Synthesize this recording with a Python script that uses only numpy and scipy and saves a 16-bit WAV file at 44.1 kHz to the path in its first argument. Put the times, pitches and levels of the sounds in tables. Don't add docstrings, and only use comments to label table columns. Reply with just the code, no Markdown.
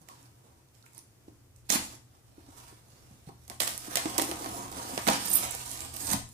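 import sys
import numpy as np
from scipy import signal
from scipy.fft import rfft, irfft, next_fast_len
from scipy.io import wavfile
from scipy.ndimage import uniform_filter1d, map_coordinates

SR = 44100
rng = np.random.default_rng(int(sys.argv[2]) if len(sys.argv) > 2 else 0)


def magnitude_from_level(level_db):
    exponent = np.asarray(level_db, float) / 20
    return 10 ** exponent


def generate_wav(signal):
    frames = np.transpose(np.atleast_2d(signal))
    scaled = np.clip(frames, -1, 1) * 32767
    pcm = np.round(scaled).astype(np.int16)
    wavfile.write(sys.argv[1], SR, pcm)


N = 279324

# (peak t/s, level/dB, film over card/dB, rise/s, fall/s), 20 dB each way
BRUSH_STROKES = [(0.022, -66, 4, 0.03, 0.018), (0.11, -58, -3, 0.077, 0.18),
                 (0.266, -63.5, -2, 0.099, 0.018), (0.52, -69, -1.5, 0.49, 0.22),
                 (0.748, -69, 1, .02, 0.28), (0.86, -63, 1, 0.011, .03), (0.983, -52, -2, 0.08, 0.012),
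                 (1.284, -63, -7, 0.0099, 0.014), (1.562, -71, 3, .03, .1), (1.654, -67, -3, .015, 0.11),
                 (2.152, -68, -6, 0.14, 0.079), (2.284, -73, -9, 0.047, 0.046), (2.4, -63.5, -20, 0.14, .4),
                 (2.632, -55, -1.5, 0.35, 0.24), (2.9, -64.5, -2, 0.052, 0.71),
                 (3.15, -67.5, -4, 0.88, 0.12), (3.292, -60.5, -4, 0.1, 0.021),
                 (3.454, -65, 1, 0.15, 0.017), (3.53, -60.5, 4.5, 0.097, 0.12),
                 (3.612, -37, 5.5, 0.0054, 0.12), (5.115, -31, -15, 0.033, 0.14)]
# (t/s, pressure level/dB, film over card/dB)
EDGE_SLIP = [(1.685, -78, 4), (1.693, -35, -3), (1.699, -34, -1), (1.72, -30.5, 0.5), (1.74, -27.5, 0.5),
             (1.757, -29.5, -3), (1.8, -45, -18), (1.84, -44.5, 0.5), (1.9, -56, -2), (1.948, -50.5, -4),
             (2.05, -104, -3)]
# (t/s, pressure level/dB, film over card/dB)
LONG_CUT = [(3.56, -88, 0), (3.72, -48, 0.5), (3.79, -54, 2), (3.945, -43.5, -2), (4.02, -43.5, -0.5),
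            (4.17, -44, -4.5), (4.25, -41, 0.5), (4.31, -46, -0.5), (4.564, -48.5, 3), (4.66, -50, -2),
            (4.93, -44, -1.5), (5.059, -44, -1), (5.2, -40.5, -2), (5.432, -37, -3), (5.5, -43, -5),
            (5.7, -46.5, 5), (5.77, -45, 1.5), (5.93, -51.5, 0.5), (5.96, -45.5, -1)]
# (t/s, pressure level/dB, film over card/dB)
FINAL_JERK = [
    (5.95, -79, 15),
    (5.976, -49.5, 5.5),
    (6.06, -44, 7),
    (6.1, -36, -1),
    (6.134, -36.5, 0),
    (6.154, -46, -49),
    (6.218, -64, -11),
    (6.33, -73, 14.5),
]
# (t/s, level over pressure/dB)
LID_DRUMMING = [(0, 12), (0.12, 2), (0.45, 8), (1.0, -4.5), (1.65, -5), (1.72, -6.5), (1.86, 1),
                (2.0, -0.5), (2.6, 2.5), (3.4, -2.5), (3.88, -0.5), (4.0, 0.5), (4.6, 8.5), (5.0, 0.5),
                (5.15, -1), (5.4, -5), (5.9, 1.5), (6.16, -4)]
# (t/s, centre f/Hz, height/dB)
FILM_RING = [(3.75, 9400, 3), (3.86, 8720, 6), (4.12, 8450, 3.5), (4.42, 8600, 1), (4.5, 10200, 8.5),
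             (4.62, 10100, 4), (4.72, 9000, 5), (5.05, 9000, 7.5), (5.26, 8800, 6), (5.35, 9760, 10),
             (5.48, 8400, -3), (5.97, 8350, 5.5), (6.15, 8500, 8.5), (6.2, 8240, 0)]
# (f/Hz, level/dB)
STEEL_SPECTRUM = [(530, -28.5), (900, -7.5), (1210, -10), (1590, -6), (1900, -6.5), (3150, -6),
                  (4390, -4.5), (7050, -6.5), (8320, -6), (13300, -11), (15200, -18)]
# (t/s, peak level/dB, box knock/dB, brightness/dB per octave)
TAPE_SNAPS = [(0.0871, -31, -14, 1), (1.702, -26, -38, -2), (1.705, -14, -21, -1), (3.288, -45, 6, -4),
              (3.4794, -31.5, -15, 3.5), (3.499, -24.5, -9.5, 1.5), (3.516, -40, -24, -2),
              (3.601, -27, -32, 2), (3.603, -6.5, -34, 1.8), (3.6057, -12, -26, -1), (3.6084, -19, -31, 2),
              (3.6149, -17, -32, 2), (3.62, -13, -22, -1), (3.634, -18, -28, 0), (3.673, -20, -34, -1),
              (3.6762, -16.5, -30, 0.5), (3.9564, -6, -27, 1.5), (3.9711, -7, -30, -0.5),
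              (3.974, -16, -20, -1), (4.057, -22, -3, -4.5), (4.1809, -3.5, -23, 8), (4.183, -10, -6, 1.5),
              (4.187, -13, -14.5, 4), (4.197, -16, -9, -3), (4.2169, -9.5, -37, 5), (4.2215, -9.5, -30, 8),
              (4.223, -21, -29, 1), (4.3137, -20.5, -9, -2), (4.4443, -30.5, -1, -4),
              (4.4606, -25, -11, -2.5), (4.7154, -26.5, -3.5, 4), (4.726, -26, -14, 0.5),
              (4.9774, -17, -10, -4.5), (5.0691, -18.5, 1.5, -3), (5.076, -9, -15, -1),
              (5.082, -14, -13, 0), (5.0841, -12.5, -10, -2.5), (5.0864, -14.5, -13, -4),
              (5.088, -8, -6.5, -2), (5.1006, -11.5, -9.5, 4), (5.9676, -19, -31, 5), (6.1281, -19, -18, 2),
              (6.1321, -9.5, -20, 5), (6.1337, -13.5, -15, 1.5), (6.137, -19.5, -6.5, 2),
              (6.139, -21, -10, 3)]
# (f/Hz, level/dB)
CRACK_SPECTRUM = [(290, -66), (500, 2.5), (860, -3.5), (1150, 1), (1440, -6.5), (1890, 0.5), (2440, -3),
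                  (8220, -1), (12400, -4), (15200, -16)]
# (peak t/s, level/dB, centre f/Hz)
CHIRP_BUNCHES = [(5.256, -22.5, 13200), (5.285, -23, 9250), (5.3, -17, 13500), (5.314, -17, 9500),
                 (5.334, -13, 8640), (5.336, -11, 13400), (5.34, -12.5, 10000), (5.342, -8, 13800),
                 (5.349, -6, 13870), (5.355, -11, 12600), (5.362, -10.5, 14100), (5.375, -18, 12300),
                 (5.432, -31, 9900), (5.512, -25.5, 10500), (5.515, -24.5, 8200)]
# (t/s, peak level/dB, centre f/Hz)
FILM_TICKS = [(0.017, -47, 8500), (0.229, -45, 8280), (0.258, -50, 4490), (0.4514, -65, 6500),
              (0.6874, -56.5, 6020), (0.751, -50, 5980), (0.826, -50, 5290), (0.863, -44, 9900),
              (0.864, -46.5, 1460), (0.8794, -50, 9550), (0.9333, -46, 8900), (0.9483, -41, 8550),
              (0.9795, -30, 11000), (0.9898, -37.5, 8200), (1.562, -47, 8000), (1.6686, -51, 8310),
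              (1.7025, -6.5, 6640), (1.713, -18, 8050), (1.7235, -16, 6200), (1.953, -35.5, 8100),
              (3.455, -62, 5110), (3.5984, -35, 9000),
              (3.778, -18.5, 10000), (4.164, -33, 1200), (4.422, -32.5, 7500), (5.304, -17, 10500),
              (5.314, -29, 9800), (5.4194, -28, 13400), (5.44, -27, 9500), (5.4508, -24, 8300),
              (5.5234, -24.5, 8100), (5.5501, -19, 10200), (5.567, -31, 10000), (5.572, -38, 9000),
              (5.678, -30, 7860), (5.6944, -31, 8260), (5.7148, -21.5, 7900), (5.806, -23.5, 8000),
              (5.941, -28, 8820), (5.964, -20.5, 12000), (6.0066, -28, 10600), (6.071, -26, 8180),
              (6.1036, -20, 8300), (6.1137, -16, 8600), (6.117, -14, 8800), (6.126, -24, 8500),
              (6.29, -39, 8930), (6.319, -46, 6550)]
# (t/s, peak level/dB, panel f/Hz)
BOX_TAPS = [(0.012, -45.5, 165), (0.096, -33, 1107), (0.112, -38, 1040), (0.136, -40, 970),
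            (0.441, -49, 476), (0.84, -43, 1380), (1.281, -31.5, 310), (1.299, -44, 340), (1.702, -25, 217),
            (1.727, -23, 257), (1.755, -17, 244), (1.94, -43, 268), (2.38, -36, 318), (2.486, -38, 292),
            (2.725, -39, 333), (3.109, -38.5, 210), (3.273, -31.5, 166), (3.289, -34.5, 380),
            (3.881, -26.5, 303), (4.0562, -15, 303), (4.184, -18, 372), (4.186, -25, 780),
            (4.197, -22, 366), (4.217, -22, 800), (4.219, -21, 334), (4.29, -26.5, 330), (4.316, -27, 343),
            (4.686, -38, 296), (4.849, -32, 295), (4.933, -26.5, 244), (4.977, -30.5, 420),
            (4.979, -26, 220), (5.076, -20, 210), (5.085, -12, 683), (5.086, -13, 950), (5.093, -14.5, 210),
            (5.096, -20, 303), (5.102, -22, 820), (5.11, -15, 970), (6.116, -23, 202), (6.13, -16, 1005),
            (6.134, -25, 760), (6.14, -17.5, 210)]
# (f/Hz, width/Hz, level/dB)
BOX_MODES = [(210, 66, -0.5), (275.1, 10.6, 7.5), (320, 36, 1.5), (535, 97, -2), (678.5, 60, 1),
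             (794, 40.5, 6.5), (950, 38, 0.5), (1069, 28, 4), (1213, 140, -8.5)]
# (f/Hz, level/dB)
FAR_PORT_SHADOW = [(200, -1), (700, -0.5), (2400, -20.5), (8000, -69), (15000, -17)]
# (f/Hz, t60/s)
ROOM_T60 = [(100, 0.56), (500, 0.29), (2000, 0.35), (8000, 0.37), (15000, 0.22)]
# (f/Hz, correlation)
ROOM_LIKENESS = [(100, 0.81), (300, 0.86), (600, 0.75), (1200, -0.42), (3000, -0.056)]
# (f/Hz, level/dB)
ROOM_LEFT_TILT = [(300, 2), (2000, 5.5), (8000, 0), (15000, -5)]
# (f/Hz, level/dB)
AIR_SPECTRUM = [(12, -42), (20, -17), (32, -50), (74, -15), (121, 6), (148, -8), (195, -12.5), (330, -9.5),
                (379, -13), (947, -21.5), (2300, -26), (4120, -28.5), (5150, -26), (15200, -36)]
# (f/Hz, correlation)
AIR_LIKENESS = [(60, 0.97), (130, 0.97), (290, 0.63), (640, 0.16), (1410, 0.35), (3100, -0.32),
                (6820, 0.016), (15000, -0.32)]
# (t/s, level/dB)
FLOOR_RUMBLE = [(0, -70.5), (1.16, -69), (1.7, -61), (1.83, -55), (2.03, -67), (2.5, -61.5), (2.9, -66),
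                (4.3, -55), (5.11, -56.5), (5.6, -55.5), (6.01, -55.5), (6.14, -46), (6.33, -59)]

FILM_RING_WIDTH_HZ = 230
SNAP_ROOM_DB, SNAP_LEFT_DB = -6.5, -0.5
SLACK_DB, RETENSION_S = -1, 0.015
CHIRP_RISE_S, CHIRP_FALL_S = 0.014, 0.022
TICK_T60_S, TICK_OCTAVES = 0.006, 0.6
LEFT_PORT_LAG_S = 0.00042
AIR_DB = -55.5
HUM_DB, HUM_FOLLOWS = -64, 0.98


def friction():
    card_gain, film_gain = pressure()
    lid_db, = curves(LID_DRUMMING)
    slip_chance = 1200 / SR * magnitude_from_level(3 * wobble(40))
    slip_size = magnitude_from_level(np.minimum(2.9 * rng.exponential(size=N), 14))
    slips = (rng.random(N) < slip_chance) * slip_size
    slip_envelope = signal.lfilter([1], [1, -0.95], slips)
    grains = unit(slip_envelope * rng.standard_normal(N))
    hiss = unit(magnitude_from_level(1.6 * wobble(40) + 2.5 * wobble(130)) * rng.standard_normal(N))
    force = 0.61 * grains + 0.76 * hiss

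    scrape = filtered(patchy(force, depth_db=1.8), coloured(STEEL_SPECTRUM))
    card = filtered(scrape, lambda hz: 1 / (1 + (hz / 6500) ** 6))
    film = ringing(unit(scrape - card))
    drum = unit(filtered(force * magnitude_from_level(1.8 * wobble(6.6)), box))
    flaps = unit(filtered(scrape, lambda hz: 1 / (1 + (hz / 1250) ** 8)))
    drum = drum + magnitude_from_level(-11) * flaps

    card_sound = magnitude_from_level(-2.13) * card_gain * unit(card)
    film_sound = magnitude_from_level(5.0) * film_gain * film
    return card_sound + film_sound + magnitude_from_level(lid_db - 3.0) * card_gain * drum


def pressure():
    strokes = []
    for s, db, film_db, rise_s, fall_s in BRUSH_STROKES:
        strokes.append((db + swell(s, rise_s, fall_s), film_db))
    for rows in (EDGE_SLIP, LONG_CUT, FINAL_JERK):
        level_db, film_db = curves(rows)
        fade_in_db = swell(rows[0][0], 0.01, 1e6)
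        fade_out_db = swell(rows[-1][0], 1e6, 0.03)
        strokes.append((level_db + fade_in_db + fade_out_db, film_db))
    card_power = sum(magnitude_from_level(2 * db) for db, _ in strokes)
    film_power = sum(magnitude_from_level(2 * db) * magnitude_from_level(2 * film_db) for db, film_db in strokes)
    return np.sqrt(card_power), np.sqrt(film_power)


def patchy(x, depth_db):
    z = signal.stft(x, nperseg=256)[2]
    field = uniform_filter1d(rng.standard_normal(z.shape), 4, 0)
    field = uniform_filter1d(field, 30, 1)
    return signal.istft(z * magnitude_from_level(depth_db * unit(field)), nperseg=256)[1][:N]


def ringing(x):
    hz, t, z = signal.stft(x, SR, nperseg=256)
    s, centre_hz, height_db = np.transpose(FILM_RING)
    offset_hz = hz[:, None] - np.interp(t, s, centre_hz)
    peak = np.exp(-0.5 * (offset_hz / FILM_RING_WIDTH_HZ) ** 2)
    gain_db = np.interp(t, s, height_db, left=0) * peak
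    return signal.istft(z * magnitude_from_level(gain_db), SR, nperseg=256)[1][:N]


def snaps():
    near, far = np.zeros((2, N + 4096)), np.zeros(N + 4096)
    t = np.arange(4096) / SR
    lead = 40
    spike = 1.0 * (np.arange(len(t)) == lead)
    waits_s = np.diff([-1] + [row[0] for row in TAPE_SNAPS])
    for (s, db, knock_db, tilt_db), wait_s in zip(TAPE_SNAPS, waits_s):
        room_db = SNAP_ROOM_DB + SLACK_DB * np.exp(-abs(wait_s) / RETENSION_S)
        tear_s = 0.0067 * magnitude_from_level(0.15 * (knock_db + 15))
        tear = np.roll(rng.standard_normal(len(t)) * magnitude_from_level(-30 * t / tear_s), lead)
        crack = filtered(np.array([tear + 3.5 * spike, 6 * spike]), coloured(CRACK_SPECTRUM, tilt_db))
        knock = filtered(np.array([tear + 2.5 * spike, 6 * spike]), box)
        crack = crack / abs(crack[0]).max()
        knock = knock / abs(knock[0]).max()
        sound = magnitude_from_level(db + 7.5) * (crack + magnitude_from_level(knock_db - 9.5) * knock)
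        i = round(s * SR) - lead
        near[:, i:i + len(t)] += magnitude_from_level([[SNAP_LEFT_DB], [0]]) * sound[0]
        far[i:i + len(t)] += magnitude_from_level(room_db) * sound[1]
    return near[:, :N], far[:N]


def squeak():
    bunches_db = np.array([db + swell(s, CHIRP_RISE_S, CHIRP_FALL_S) for s, db, _ in CHIRP_BUNCHES])
    level_db = bunches_db.max(axis=0)
    out, t = np.zeros(N + 400), np.arange(400) / SR
    envelope = magnitude_from_level(-60 * t / 0.0086) * (1 - np.exp(-t / 0.00056))
    start_s = CHIRP_BUNCHES[0][0] - CHIRP_RISE_S
    end_s = CHIRP_BUNCHES[-1][0] + CHIRP_FALL_S
    for when, a, b, size, *luck in rng.random((1300, 4 + len(CHIRP_BUNCHES))):
        i = int((start_s + when * (end_s - start_s)) * SR)
        bunch = np.argmax(bunches_db[:, i] + 12 * np.array(luck))
        detune = np.exp(0.088 * (a - b) - 0.5 * (a * b) ** 3)
        hz = min(CHIRP_BUNCHES[bunch][2] * detune, 15300)
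        gain = magnitude_from_level(bunches_db[bunch, i] - 7 - 3 * np.log(size + 1e-3))
        out[i:i + 400] += gain * np.sin(2 * np.pi * hz * t) * envelope
    fizz = unit(filtered(rng.standard_normal(N), lambda hz: 1 / (1 + (9000 / (hz + 1)) ** 8)))
    sounding = (np.arange(N) > start_s * SR) & (np.arange(N) < end_s * SR)
    return (out[:N] + magnitude_from_level(level_db - 9) * sounding * fizz) * magnitude_from_level(3.5 * wobble(330) - 1)


def ticks():
    out, t = np.zeros(N + 512), np.arange(512) / SR
    for s, db, centre_hz in FILM_TICKS:
        burst = rng.standard_normal(len(t)) * magnitude_from_level(-60 * t / TICK_T60_S) + 1.1 * (t == t[1])

        def band(hz):
            octaves = np.log2(hz / centre_hz + 0.0013)
            return 1 / (1 + (octaves / TICK_OCTAVES) ** 4)

        click = filtered(burst, band)
        out[round(s * SR):][:len(t)] += magnitude_from_level(db + 5.5) * click / abs(click).max()
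    return out[:N]


def taps():
    out, t = np.zeros(N + 4096), np.arange(4096) / SR
    ring = filtered(np.exp(-t / 0.00009) * t, box)
    ring = ring / abs(ring).max()
    for s, db, hz in BOX_TAPS:
        t60_s = 0.036 * (300 / hz) ** 0.18
        thump = np.sin(2 * np.pi * hz * t) * magnitude_from_level(-60 * t / t60_s) * (1 - np.exp(-t / 0.0025))
        ring_gain = 0.18 * min(1, (400 / hz) ** 0.5)
        out[round(s * SR):][:len(t)] += magnitude_from_level(db) * (thump + ring_gain * ring)
    return out[:N]


def box(hz):
    total = 0
    for k, (centre_hz, width_hz, db) in enumerate(BOX_MODES):
        damping = 1j * hz * width_hz
        total = total + (-1) ** k * magnitude_from_level(db) * damping / (centre_hz ** 2 - hz ** 2 + damping)
    return total


def ports(x):
    def far_path(hz):
        return magnitude_from_level(along(FAR_PORT_SHADOW, hz)) * np.exp(-2j * np.pi * hz * LEFT_PORT_LAG_S)

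    return np.array([filtered(x[0], far_path), x[1]])


def room(x):
    out, step = np.zeros((2, N + 2 * SR)), SR // 4
    for i in range(0, N, step):
        hz, t, z = signal.stft(pair(ROOM_LIKENESS, SR * 3 // 5), SR, nperseg=256)
        left_only = np.array([1, 0])[:, None, None]
        side = magnitude_from_level(along(ROOM_LEFT_TILT, hz)[:, None] * left_only)
        decay = magnitude_from_level(-60 * t / along(ROOM_T60, hz)[:, None])
        tail = signal.istft(z * side * decay, SR, nperseg=256)[1]
        tail = tail * (1 - np.exp(-np.arange(tail.shape[1]) / SR / 0.00073))
        wet = signal.fftconvolve(x[None, i:i + step], tail / np.linalg.norm(tail[1]), axes=1)
        out[:, i:i + wet.shape[1]] += wet
    return out[:, :N]


def room_tone():
    rumble_db, = curves(FLOOR_RUMBLE)
    hum_db = HUM_DB + HUM_FOLLOWS * (rumble_db - rumble_db.mean())
    air = unit(filtered(pair(AIR_LIKENESS, N), coloured(AIR_SPECTRUM)))
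    air = magnitude_from_level(AIR_DB - 5.5 + 1.0 * wobble(3.9)) * air
    rumble = unit(filtered(pair([(76, 0.77)], N), lambda hz: 1 / (1 + ((hz - 76) / 18) ** 2)))
    hum_phase = 2 * np.pi * 120 * np.arange(N) / SR + 1.6 * wobble(6.7)
    hum = np.sin(hum_phase) * magnitude_from_level(4 + 0.48 * wobble(5.28))
    sway = unit(filtered(rng.standard_normal(N), lambda hz: 1 / (1 + ((hz - 32) / 12) ** 2)))
    air[0] += magnitude_from_level(rumble_db - 9) * sway
    return air + magnitude_from_level(rumble_db) * rumble + magnitude_from_level(hum_db + 2.0) * hum


def swell(s, rise_s, fall_s):
    t = np.arange(N) / SR - s
    return -20 * np.where(t < 0, -t / rise_s, t / fall_s)


def coloured(spectrum, tilt_db=0):
    def response(hz):
        octaves = np.log2(np.clip(hz, 1000, None) / 5000)
        level_db = along(spectrum[:-1], hz) + np.clip(tilt_db, -5, 5) * octaves
        return magnitude_from_level(level_db) * (hz > spectrum[0][0])

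    return response


def pair(alike, n):
    def mid_side(hz):
        turn = np.arccos(np.clip(along(alike, hz), -1, 1)) / 2
        return np.array([np.cos(turn), np.sin(turn)])

    mid, side = filtered(rng.standard_normal((2, n)), mid_side)
    return np.array([mid + side, mid - side])


def filtered(x, response):
    n = x.shape[-1]
    m = next_fast_len(n + 8192)
    return irfft(rfft(x, m) * response(np.fft.rfftfreq(m, 1 / SR)), m)[..., :n]


def along(points, hz):
    f, v = np.transpose(points)
    return np.interp(np.log(hz + 1), np.log(f + 1), v)


def curves(rows):
    s, *cols = np.transpose(rows)
    return [np.interp(np.arange(N) / SR, s, c) for c in cols]


def wobble(rate_hz):
    knots = rng.standard_normal(int(N * rate_hz / SR) + 4)
    return map_coordinates(knots, [np.arange(N) * rate_hz / SR])


def unit(x):
    return x / np.sqrt(np.mean(x ** 2) + 1e-20)


def scene():
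    snap, snap_to_room = snaps()
    rub, chirp, thud = friction(), squeak() + ticks(), taps()
    echo = room(magnitude_from_level(1.5) * snap_to_room + magnitude_from_level(-6.5) * rub + magnitude_from_level(-8.0) * chirp + magnitude_from_level(-9.5) * thud)
    return ports(snap + rub + chirp + thud) + echo + room_tone()


def roll_off(x):
    return signal.sosfilt(signal.butter(12, 16810, fs=SR, output="sos"), x)


def record(dry):
    def microphone(hz):
        band_limit = np.clip((15500 + 300 - hz) / 500, 0, 1) ** 2
        return band_limit / np.sqrt(1 + (hz / 14000) ** 6)

    mix = filtered(dry, microphone)
    return roll_off(mix)


dry = scene()
out = record(dry)
generate_wav(out)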